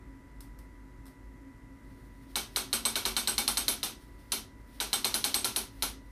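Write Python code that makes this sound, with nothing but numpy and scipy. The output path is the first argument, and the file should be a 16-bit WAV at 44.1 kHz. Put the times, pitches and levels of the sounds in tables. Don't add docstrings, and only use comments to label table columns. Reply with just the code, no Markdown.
import sys
import numpy as np
from scipy import signal
from scipy.fft import rfft, irfft, next_fast_len
from scipy.io import wavfile
from scipy.ndimage import map_coordinates

SR = 44100
rng = np.random.default_rng(int(sys.argv[2]) if len(sys.argv) > 2 else 0)


def wav_out(sig):
    wavfile.write(sys.argv[1], SR, np.round(np.clip(np.atleast_2d(sig).T, -1, 1) * 32767).astype(np.int16))


N = 269451

# pitch_hz, level_db
RUMBLE_COLOUR = [(15, -27), (28, -14), (42, -5.5), (75, -4), (110, -5), (160, -11.5), (220, -10.5),
                 (300, -8.5), (360, -16), (430, -26), (700, -55)]
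# pitch_hz, level_db
AIR_COLOUR = [(240, -50), (400, -3), (545, -2), (789, -11), (964, -13), (1160, -7.5), (1730, -9),
              (2020, -6), (2180, -14), (3210, -22), (12300, -26), (14800, -37.5), (16000, -68)]
# pitch_hz, width_hz, level_db
HUM_BANDS = [(50.5, 11.3, -52.5), (115.3, 21, -64.5), (239.6, 10, -69), (270, 14, -58.5),
             (364.6, 10.5, -70.5)]
# pitch_hz, level_db
MOTOR_TONES = [(866.7, -79), (931.3, -78), (985.1, -68.5), (1970, -70.5), (2083, -78)]
# start_s, level_db
CORD_TICKS = [(0.406, -42.5), (0.4087, -46), (0.589, -48), (1.056, -49), (1.066, -48), (1.081, -54)]
# pitch_hz, level_db
SNAP_COLOUR = [(300, -7), (1100, 6), (2200, -5.5), (5300, -1), (7000, -9), (9000, 0), (12500, 0),
               (15500, -7)]
# pitch_hz, level_db, fade_s
PEG_NOTES = [(1080, -11, .07), (5230, -5, 0.043), (8460, -5, 0.077), (11500, -3, 0.033)]
# pitch_hz, fade_s
ROOM_FADES = [(200, 0.71), (450, 0.3), (1000, 0.28), (3000, 0.29), (7000, 0.27), (14000, 0.21)]
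# pitch_hz, level_db
RUBBING_COLOUR = [(500, -2), (2000, -4.5), (4000, -2), (5500, -4.5), (7200, -15), (9000, -3.5),
                  (13000, -7.5), (15500, -8.5)]
# middle_s, length_s, level_db
HAND_BRUSHES = [(1.914, .25, -74), (4.025, 0.094, -66), (4.206, 0.027, -80), (4.75, 0.19, -70)]
# start_s, level_db, brightness_db, knock_db, overtone_db
# The last three are compared with a usual drop; the overtone is the wheel's, near 8 kHz.
PAWL_DROPS = [(2.3566, -15, -3, 0.5, -3), (2.561, -14, 1, 4, 2.5), (2.7291, -13, 2.5, 2, 2),
              (2.8527, -14.5, 3, 6, 2), (2.956, -15, -3.5, 5, -5.5), (3.0532, -13.5, -2, 7, 0.5),
              (3.1659, -12.5, -1.5, -0.5, 3.5), (3.2741, -13.5, -0.5, 0, 6), (3.3804, -13, 3, 1, -0.5),
              (3.4781, -13, 5.5, 2, 4), (3.5718, -14, 5, -1.5, 2.5), (3.6815, -12, 5, -.5, -4),
              (3.8305, -16.5, -0.5, -4, -1), (4.3198, -15, 6.5, -5, -6), (4.8018, -16.5, -4.5, -1, -5.5),
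              (4.9303, -12.5, 1, 0, -0.5), (5.0453, -12, -3, 1.5, -1), (5.1421, -14.5, 3.5, -4, -6),
              (5.2417, -12, 0.5, -8, -1), (5.343, -13, 3.5, -3.5, 3.5), (5.4452, -14.5, 4, 2.5, -1),
              (5.5615, -17, 6, 3.5, 1), (5.8235, -15, 4, 4.5, -5)]
# pitch_hz, level_db
CHATTER_COLOUR = [(1500, -13), (5000, 3.5), (7300, -5), (10000, 2.5), (12500, -8), (15000, -29)]
# pitch_hz, level_db
CLATTER_COLOUR = [(130, -36), (210, 3), (600, 2), (850, 5.5), (1500, 5), (1800, -2), (2400, 2.5),
                  (4100, 6.5), (4700, 2.5), (6200, 3), (7300, -6), (8300, -0.5), (12500, 1.5), (15500, -13)]
# pitch_hz, width_hz, level_db
STEEL_NOTES = [(2258, 40, -4), (3106, 28, -2), (3590, 22, -2), (3654, 40, -4), (4045, 55, -3),
               (4145, 30, -5), (4290, 100, -7), (5805, 60, -7), (6217, 50, -10), (8235, 115, -1.5),
               (9910, 50, -8), (10100, 45, -6), (10460, 70, -3), (10930, 55, -5), (11680, 80, -7),
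               (13910, 40, -10)]
# pitch_hz, level_db, fade_s
FRAME_NOTES = [(228.4, 0.5, 0.37), (256.3, -5, 0.12), (322, -8.5, 0.11), (376.4, -1, 0.4),
               (404.6, -2, 0.28), (826, 7.5, 0.071), (1027, -31.5, 0.48), (1367, 1.5, 0.16),
               (1525, 5.5, 0.12)]
# pitch_hz, level_db
KNOCK_COLOUR = [(150, -39), (300, -26), (600, -1.5), (1300, 4), (1900, -8), (5000, -30)]

TURN_START_S, TURN_END_S = 1.6, 6.22
SCRAPE_DB, SCRAPE_DB_PER_DOUBLING = -67.5, 4.5
CLIMB_DB = 30
USUAL_DROP_DB = -14
PING_HZ, HARDER_HZ_PER_DB, BRIGHTER_HZ_PER_DB = 4033, 39, 17
ECHO_DB, ECHO_SHARE = -30.5, 0.44
CHATTER_DB, WHEEL_DB, FRAME_DB, KNOCK_DB = -15, -0.9, -34, -11.5
OVERTONE_LIFT_DB, FRAME_DELAY_S, TOP_HZ = 2.5, 0.0095, 15350


def amp(db):
    return 10 ** (np.asarray(db) / 20)


def unit(sound):
    return sound / np.sqrt(np.mean(sound ** 2) + 1e-20)


def along(points, hz):
    pitches, values = np.transpose(points)
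    return np.interp(np.log(hz + 1), np.log(pitches), values)


def filtered(sound, gain_at):
    size = next_fast_len(len(sound) + 8192)
    hz = np.fft.rfftfreq(size, 1 / SR)
    return irfft(rfft(sound, size) * gain_at(hz), size)[:len(sound)]


def white(samples):
    return rng.standard_normal(samples)


def tinted(noise, colour):
    return unit(filtered(noise, lambda hz: amp(along(colour, hz))))


def wobble(per_s):
    return map_coordinates(white(256), [np.arange(N) * per_s / SR], mode="mirror")


def fade(t, fade_s):
    return np.exp(-np.log(1000) * t / fade_s)


def swell(t, rise_s):
    return 1 - np.exp(-np.maximum(t, 0) / rise_s)


def add(track, start_s, sound):
    start = round(start_s * SR)
    track[start:start + len(sound)] += sound[:N - start]


def ring(notes, t, scatter_db):
    hz, db, fade_s = np.transpose(notes)[:, :, None]
    strength = amp(db + scatter_db * rng.standard_normal(hz.shape))
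    waves = np.sin(2 * np.pi * (hz * t + rng.random(hz.shape)))
    return np.sum(strength * fade(t, fade_s) * waves, axis=0)


def tail(sound):
    hz, t, spectrum = signal.stft(sound, SR, nperseg=256)
    age = t / along(ROOM_FADES, hz)[:, None]
    return signal.istft(spectrum * fade(age ** 1.264, 0.94), SR, nperseg=256)[1][:len(sound)]


def appliance():
    rumble = amp(-56) * tinted(white(N), RUMBLE_COLOUR)
    air = amp(-64.5) * tinted(white(N), AIR_COLOUR)
    hum, whine = np.zeros(N), np.zeros(N)
    for pitch_hz, width_hz, db in HUM_BANDS:
        band = filtered(white(N), lambda hz: 1 / (1 + (2 * (hz - pitch_hz) / width_hz) ** 2))
        hum += amp(db) * unit(band)
    drift = np.cumsum(0.00041 * wobble(per_s=4.08))
    motor_time = (np.arange(N) + drift) / SR
    for pitch_hz, db in MOTOR_TONES:
        tone = np.sqrt(2) * np.sin(2 * np.pi * pitch_hz * motor_time)
        whine += amp(db + 0.31 * wobble(per_s=2.87)) * tone
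    return rumble + air + hum + whine


def cord_ticks():
    track, t = np.zeros(N), np.arange(SR // 3) / SR
    for start_s, db in CORD_TICKS:
        snap = tinted(white(len(t)), SNAP_COLOUR) * fade(t, 0.018)
        peg = amp(-6) * ring(PEG_NOTES, t, scatter_db=-2.0)
        echo = amp(-11.5) * tail(tinted(white(len(t)), SNAP_COLOUR))
        add(track, start_s, amp(db - 4) * (snap + peg + echo))
    return track


def rubbing():
    t = np.arange(N) / SR
    tooth_times = np.array([TURN_START_S, *np.transpose(PAWL_DROPS)[0], TURN_END_S])
    teeth_passed = np.interp(t, tooth_times, np.arange(len(tooth_times)))
    teeth_per_s = np.maximum(np.gradient(teeth_passed) * SR, 1e-6)
    left_to_climb = 1 - teeth_passed % 1
    scrape = amp(SCRAPE_DB + SCRAPE_DB_PER_DOUBLING * np.log2(teeth_per_s) - CLIMB_DB * left_to_climb)
    brushes = sum(amp(db) * np.exp(-(2 * (t - middle_s) / length_s) ** 2)
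                  for middle_s, length_s, db in HAND_BRUSHES)
    uneven = amp(2.5 * wobble(per_s=35))
    return (scrape + brushes) * uneven * tinted(white(N), RUBBING_COLOUR)


def pawl_ping(t, hz, fade_s, bounce_db, hold_s):
    note = lambda age: np.sin(2 * np.pi * hz * age) * fade(age, fade_s)
    since_bounce = np.maximum(t - 4 / hz, 0)
    choke = 1 / (1 + (t / hold_s) ** 6)
    return -(note(t) + amp(bounce_db) * note(since_bounce)) * choke


def steel_chatter(t, brightness_db):
    burst = tinted(white(len(t)), CHATTER_COLOUR) * fade(t, 0.038) * swell(t, 0.0001)
    return amp(CHATTER_DB + brightness_db) * burst


def room_echo(shared_echoes, brightness_db, knock_db):
    echoes = unit(0.62 * shared_echoes + white(len(shared_echoes)))
    tilt = [(300, 0), (1000, 0.21 * knock_db - 0.4), (3500, 0.013), (9000, 0.28 * brightness_db + 2.5)]
    return tail(tinted(tinted(echoes, CLATTER_COLOUR), tilt))


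def wheel_ring(t, brightness_db, overtone_db, scatter_db):
    pitch_hz, width_hz, db = np.transpose(STEEL_NOTES)
    lift = [(6300, 0.0058), (8200, OVERTONE_LIFT_DB + overtone_db), (9900, brightness_db + 0.4)]
    strength = amp(db + along(lift, pitch_hz) + scatter_db * rng.standard_normal(len(db)))
    bands = lambda hz: (1 + ((hz - pitch_hz[:, None]) / width_hz[:, None]) ** 2) ** -3
    ringing = filtered(white(len(t)), lambda hz: np.sqrt(strength ** 2 @ bands(hz)))
    return tail(ringing) * fade(t, 0.79)


def frame_knock(t, knock_db):
    wood = amp(FRAME_DB + 0.5 * knock_db) * ring(FRAME_NOTES, t, scatter_db=4)
    knock = amp(KNOCK_DB + knock_db) * tinted(white(len(t)), KNOCK_COLOUR) * fade(t, 0.013)
    return (wood + knock) * swell(t, 0.0016)


def ratchet():
    track, t = np.zeros(N), np.arange(SR // 2) / SR
    shared_echoes = white(len(t))
    for start_s, db, brightness_db, knock_db, overtone_db in PAWL_DROPS:
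        harder_db = db - USUAL_DROP_DB
        ping_hz = PING_HZ + HARDER_HZ_PER_DB * harder_db + BRIGHTER_HZ_PER_DB * brightness_db
        ping = amp(-1.5) * pawl_ping(t, ping_hz, fade_s=0.0069, bounce_db=-3.0, hold_s=0.002)
        chatter = steel_chatter(t, brightness_db)
        echo = amp(ECHO_DB + ECHO_SHARE * harder_db) * room_echo(shared_echoes, brightness_db, knock_db)
        wheel = amp(db + WHEEL_DB) * wheel_ring(t, brightness_db, overtone_db, scatter_db=2.5)
        add(track, start_s, amp(db) * (ping + chatter) + (echo + wheel) * swell(t, 0.0013))
        add(track, start_s + FRAME_DELAY_S, amp(db) * frame_knock(t, knock_db))
    return track


def scene():
    return (ratchet() + rubbing() + cord_ticks() + appliance())[None]


def record(dry):
    return np.array([filtered(channel, lambda hz: 1 / (1 + (hz / TOP_HZ) ** 200)) for channel in dry])


dry = scene()
out = record(dry)
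wav_out(out)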